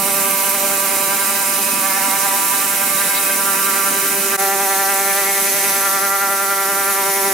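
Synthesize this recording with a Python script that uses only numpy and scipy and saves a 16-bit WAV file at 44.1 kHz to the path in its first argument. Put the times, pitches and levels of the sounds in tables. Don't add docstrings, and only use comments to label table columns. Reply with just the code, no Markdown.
import sys
import numpy as np
from scipy import signal
from scipy.fft import rfft
from scipy.io import wavfile
from scipy.ndimage import uniform_filter1d

SR = 44100
rng = np.random.default_rng(int(sys.argv[2]) if len(sys.argv) > 2 else 0)


def master(y):
    cut = np.clip(np.atleast_2d(y).T, -1, 1)
    pcm = np.round(cut * 32767)
    wavfile.write(sys.argv[1], SR, pcm.astype(np.int16))


N = 323253
TIME = np.arange(N) / SR


def amp(db):
    return 10 ** (np.asarray(db) / 20)


def unit(x):
    return x / np.sqrt(np.mean(x ** 2) + 1e-20)


def bell(x, centre, width):
    return np.exp(-2 * ((x - centre) / width) ** 2)


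def at_hz(points, hz):
    f, value = np.transpose(points)
    return np.interp(np.log(hz + 1), np.log(f + 1), value)


def curves(rows):
    times, *columns = np.transpose(rows)
    return [np.interp(TIME, times, column) for column in columns]


def wander(hz):
    times = TIME[::64]
    f = np.fft.rfftfreq(len(times), times[1])
    spectrum = rfft(rng.standard_normal(len(times))) * np.exp(-(f / hz) ** 2)
    return np.interp(TIME, times, unit(np.fft.irfft(spectrum, len(times))))


def panned(db):
    return amp(np.array([np.atleast_1d(db), -np.atleast_1d(db)]) / 2)


# freq_hz, t60_s
ROOM_DECAY = [(200, 1), (1000, 1), (4000, 0.15)]
# freq_hz, relative_db
ROOM_COLOUR = [(200, -104), (500, 22.5), (1000, 28.5), (2000, 31.5)]


def workshop(source):
    taps = rng.standard_normal((2, SR // 2)) * (rng.random((2, SR // 2)) < .05)
    hz, age_s, bands = signal.stft(taps, nperseg=256, fs=SR)
    decay = np.exp(-np.log(1000) * age_s / at_hz(ROOM_DECAY, hz)[:, None])
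    bands *= amp(at_hz(ROOM_COLOUR, hz))[:, None] * decay
    tail = signal.istft(bands, nperseg=256)[1]
    return signal.fftconvolve(source.mean(0)[None], tail / np.linalg.norm(tail[0]), axes=1)[:, :N]


# freq_hz, correlation
AIR_COHERENCE = [(60, 0.35), (130, 1), (260, 1), (500, 0.92), (1000, 1), (2500, 0.81), (5000, 0.41),
                 (9000, 0.45), (12000, 0.26), (15000, 0.54)]
# freq_hz, left_minus_right_db
AIR_BALANCE = [(300, 0), (1000, -.4), (4000, 1), (6300, -.6), (8500, -1.8), (12500, 1.3)]


def air_noise(spectrum, patchy_db, drift_db, peaks=()):
    frames, hz = N // 256 + 5, np.fft.rfftfreq(1024, 1 / SR)
    left_re, left_im, other_re, other_im, patches, drift = rng.standard_normal((6, frames, len(hz)))
    patches = unit(uniform_filter1d(uniform_filter1d(patches, size=9, axis=0), size=30, axis=1))
    drift = unit(uniform_filter1d(uniform_filter1d(drift, size=160, axis=0), size=5, axis=1))
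    coherence = np.clip(at_hz(AIR_COHERENCE, hz), 0, 1)
    left = left_re + 1j * left_im
    right = coherence * left + np.sqrt(1 - coherence ** 2) * (other_re + 1j * other_im)
    colour_db = at_hz(spectrum, hz) + sum(db * bell(hz, centre, width) for centre, width, db in peaks)
    bands = np.array([left, right]) * amp(colour_db + patchy_db * patches + drift_db * drift)
    bands *= panned(at_hz(AIR_BALANCE, hz))[:, None]
    noise = signal.istft(bands.transpose(0, 2, 1), nperseg=1024, noverlap=768)[1][:, :N]
    return noise / np.std(noise.mean(0))


# time_s, level_db
AIR_FLOW = [(0, -19), (4.3, -18.5), (4.55, -20.5), (5.7, -18.5), (6.25, -22.5), (7.3, -20.5)]
# freq_hz, relative_db
VACUUM_FAR = [(30, -39), (75, -32), (100, -35), (135, -16.5), (185, 0), (280, -3.3), (350, -8.5),
              (500, -11), (750, -13), (1300, -10), (1850, -11), (2300, -7), (3000, -15), (3800, -35)]
VACUUM_NEAR = [(30, -39), (75, -33), (100, -30), (130, -11), (190, 0), (240, -2.3), (340, -3.8), (520, -12),
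               (900, -14), (1400, -7), (1850, -8), (2400, -5.5), (3000, -11), (3800, -33)]


def blower(spectrum):
    return amp(curves(AIR_FLOW)[0]) * air_noise(spectrum, patchy_db=.7, drift_db=.8)


# freq_hz, relative_db
HISS_COLOUR_FAR = [(1650, -56), (2800, -7.5), (3400, -12.5), (3950, -5.5), (4450, -9), (5000, -6),
                   (7000, -4), (8250, -5.5), (8800, 0.5), (10000, 0.5), (11900, -2), (13200, -1.5),
                   (15000, -5.5), (15700, -5)]
HISS_COLOUR_NEAR = [(1650, -28), (2900, -14.5), (4100, -7.5), (4700, -9), (5600, -5.5), (6500, -3),
                    (7000, -6.5), (8750, -6), (9100, -2.5), (10300, -0.5), (10800, -3.5), (12500, -2.5),
                    (14600, -2.5), (15700, -14)]
# centre_hz, width_hz, lift_db
HISS_PEAKS_FAR = [(5920, 160, 3), (7680, 610, 3), (8850, 450, 0.5), (11070, 220, 1.5), (12280, 260, 6.5),
                  (13600, 600, 3.5), (14400, 300, 3)]
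HISS_PEAKS_NEAR = [(5900, 210, 1.4), (7760, 410, 2), (9500, 410, 2.3), (10770, 210, 2.9), (11280, 400, 5.7),
                   (12550, 380, 3.3), (14500, 390, 2.2)]
# time_s, left_minus_right_db
HISS_PAN = [(0, -4.8), (2.5, -4.2), (4.2, -3.3), (4.55, -2), (5.7, -1.3), (7.3, -1.3)]


def hiss(spectrum, peaks, strokes, hunt):
    level_db = curves(AIR_FLOW)[0] - .3 * hunt + .25 * wander(30)
    flow = amp(level_db) * (1 + .035 * np.cos(2 * np.pi * strokes))
    noise = air_noise(spectrum, patchy_db=.72, drift_db=1.17, peaks=peaks)
    return flow * panned(curves(HISS_PAN)[0]) * noise


# centre_s, width_s, level_db
SQUEAKS = [(2.99, .04, -32), (3.08, .06, -33), (3.17, .035, -25.5)]
# freq_hz, relative_db
SQUEAK_COLOUR = [(3000, -34), (3720, -3), (3900, 5), (4120, -12), (4700, -2), (5500, -39)]


def squeaks():
    rub = sum(amp(db) * bell(TIME, centre, width) for centre, width, db in SQUEAKS)
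    return rub * air_noise(SQUEAK_COLOUR, patchy_db=1, drift_db=1.5)


STROKE_HZ, HUNT_HZ, HUNT_SWING_HZ = 196.2, 10.56, 1.55
# centre_s, width_s, sag_hz
LOAD_SAGS = [(.9, .15, 1.2), (1.92, .3, 2.2), (4.5, .6, .6), (5.8, .2, .7)]


def drive():
    hunt = np.cos(2 * np.pi * (HUNT_HZ * TIME + .17))
    swing_hz = HUNT_SWING_HZ * hunt * (1 + .25 * wander(3))
    jitter_hz = .65 * wander(16) + .9 * wander(100)
    sag_hz = sum(hz * bell(TIME, centre, width) for centre, width, hz in LOAD_SAGS)
    return np.cumsum(STROKE_HZ - sag_hz + swing_hz + jitter_hz) / SR, hunt


# harmonic, relative_db
KNOCK_FAR = [(1, -17), (2, -5.5), (3, -1.9), (4, -1.6), (5, 1), (6, 2.1), (7, -3), (8, -.3), (9, -5.2),
             (10, -5.3), (11, -5.2), (12, -8), (13, -6.5), (14, -11.7), (15, -13.5), (16, -15.7), (17, -18),
             (18, -18.4), (19, -17.4), (20, -15.3)]
KNOCK_NEAR = [(1, -14.8), (2, -0.3), (3, -2.5), (4, .8), (5, -3), (6, -.1), (7, .5), (8, -2.8), (9, -2.7),
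              (10, -1.6), (11, -7.3), (12, -9.8), (13, -10.3), (14, -14.8), (15, -18.0), (16, -17.5),
              (17, -17.1), (18, -18.4), (19, -20.8), (20, -19.9)]
# time_s, centre_hz, gain_db
RING_PATH_FAR = [(0, 600, 0), (.5, 610, 0.5), (1.15, 820, 2), (1.6, 905, -3), (2.35, 863, 10.5),
                 (2.75, 1120, -4), (3.2, 1370, 4), (3.8, 1340, 8), (4.15, 1420, -1)]
RING_PATH_NEAR = [(4.5, 760, 5.5), (5.15, 800, 3), (5.55, 1250, -5.5), (5.85, 1290, 7), (6.25, 1370, 6),
                  (6.9, 1420, 4), (7.0, 960, 6), (7.3, 980, 4)]
# time_s, level_db
HUM_LEVEL = [(0, -35), (2.4, -45), (3.85, -36.5), (4.05, -31), (5.45, -35.5), (5.7, -39), (6.9, -35.5),
             (7.25, -30)]
RASP_LEVEL = [(0, -31.5), (3.5, -31.5), (4.9, -32), (5.65, -29), (6.1, -34.5), (7.2, -30.5)]
# centre_s, width_s, gain_db
KNIFE_BITES = [(.7, .06, 2.5), (1.12, .06, 3), (1.85, .05, 2), (2.25, .3, 1.2), (2.54, .06, 2.5),
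               (2.77, .04, -3), (2.83, .04, 3.5), (3.02, .08, 3), (3.49, .05, 4), (3.8, .12, 2),
               (4.1, .2, -2), (4.34, .035, 7.5), (4.67, .025, -3), (4.9, .3, 1.5), (5.55, .4, -4),
               (7.3, .3, -3)]


def partial_levels(knock, ring, body_db, hum_db, rasp_db, trough_db=0, tilt_db_per_octave=0):
    ring_hz, ring_db = curves(ring)
    hum, rasp = curves(HUM_LEVEL)[0] + hum_db, curves(RASP_LEVEL)[0] + rasp_db
    bite_db = sum(db * bell(TIME, centre, width) for centre, width, db in KNIFE_BITES)
    load_db = bite_db + .65 * wander(hz=14)
    for harmonic, colour_db in knock:
        hz = harmonic * STROKE_HZ
        if harmonic <= 2:
            level_db = hum
        elif harmonic >= 11:
            level_db = rasp
        else:
            ringing_db = ring_db * bell(hz, ring_hz, width=204)
            cancelled_db = trough_db * bell(hz, ring_hz - 365, width=170)
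            tilt_db = tilt_db_per_octave * np.log2(hz / 1080)
            level_db = body_db + ringing_db + cancelled_db + tilt_db
        yield harmonic, colour_db + level_db + load_db * bell(harmonic, centre=6.9, width=3.7)


def knife(strokes, hunt, partials, smear_rad, spread_rad, roughness, throb_db):
    buzz = np.zeros((2, N))
    for harmonic, level_db in partials:
        ear_phase = np.array([[1], [-1]]) * spread_rad * np.sqrt(harmonic)
        phase = smear_rad * wander(hz=1) + ear_phase * rng.choice([-1, 1])
        depth = np.clip(1 - (level_db + 32) / 14, .4, 1.3)
        flutter_db = 1.85 * wander(hz=26)
        swell_db = .9 * wander(hz=5)
        envelope = unit(amp(depth * (flutter_db + swell_db))) * amp(level_db)
        buzz += np.sqrt(2) * envelope * np.cos(2 * np.pi * harmonic * strokes + phase)
    stroke_force = 1 + roughness * rng.standard_normal(int(strokes[-1]) + 2)
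    return buzz * stroke_force[np.round(strokes).astype(int)] * amp(throb_db * hunt)


def beside_table(strokes, hunt):
    partials = partial_levels(KNOCK_FAR, RING_PATH_FAR, body_db=-33, hum_db=6, rasp_db=1,
                              trough_db=-3.5, tilt_db_per_octave=2 * (TIME - 2.35))
    buzz = knife(strokes, hunt, partials, smear_rad=.95, spread_rad=.1, roughness=.07, throb_db=1.15)
    cutting = buzz * panned(-1.5) + amp(-8.5) * workshop(buzz)
    rumble = amp(-11) * blower(VACUUM_FAR)
    air = amp(-.28) * hiss(HISS_COLOUR_FAR, HISS_PEAKS_FAR, strokes, hunt)
    return rumble + air + squeaks() + cutting


def at_head(strokes, hunt):
    partials = partial_levels(KNOCK_NEAR, RING_PATH_NEAR, body_db=-30, hum_db=4, rasp_db=3)
    buzz = knife(strokes, hunt, partials, smear_rad=.72, spread_rad=.11, roughness=.03, throb_db=1.1)
    cutting = buzz * panned(-1.2) + amp(-15) * workshop(buzz)
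    rumble = amp(-12) * blower(VACUUM_NEAR)
    air = hiss(HISS_COLOUR_NEAR, HISS_PEAKS_NEAR, strokes, hunt)
    return rumble + air + cutting


def scene():
    move_s = 4.372
    strokes, hunt = drive()
    far, near = beside_table(strokes, hunt), at_head(strokes, hunt)
    dip = np.interp(TIME - move_s, [-.012, -.003, .002, .026], [1, .12, .12, 1])
    return np.where(TIME < move_s, far, near) * dip


# freq_hz, gain_db
BASS_CUT = [(30, -3), (70, -2.5), (100, -6.5), (125, -8), (160, -2), (230, 0)]


def record(dry):
    response = amp(at_hz(BASS_CUT, np.fft.rfftfreq(N, 1 / SR)))
    thinned = np.fft.irfft(np.fft.rfft(dry) * response, N)
    lowpass = signal.firwin(511, cutoff=15800, window=("kaiser", 9), fs=SR)
    return signal.oaconvolve(thinned, lowpass[None], "same")


dry = scene()
out = record(dry)
master(out)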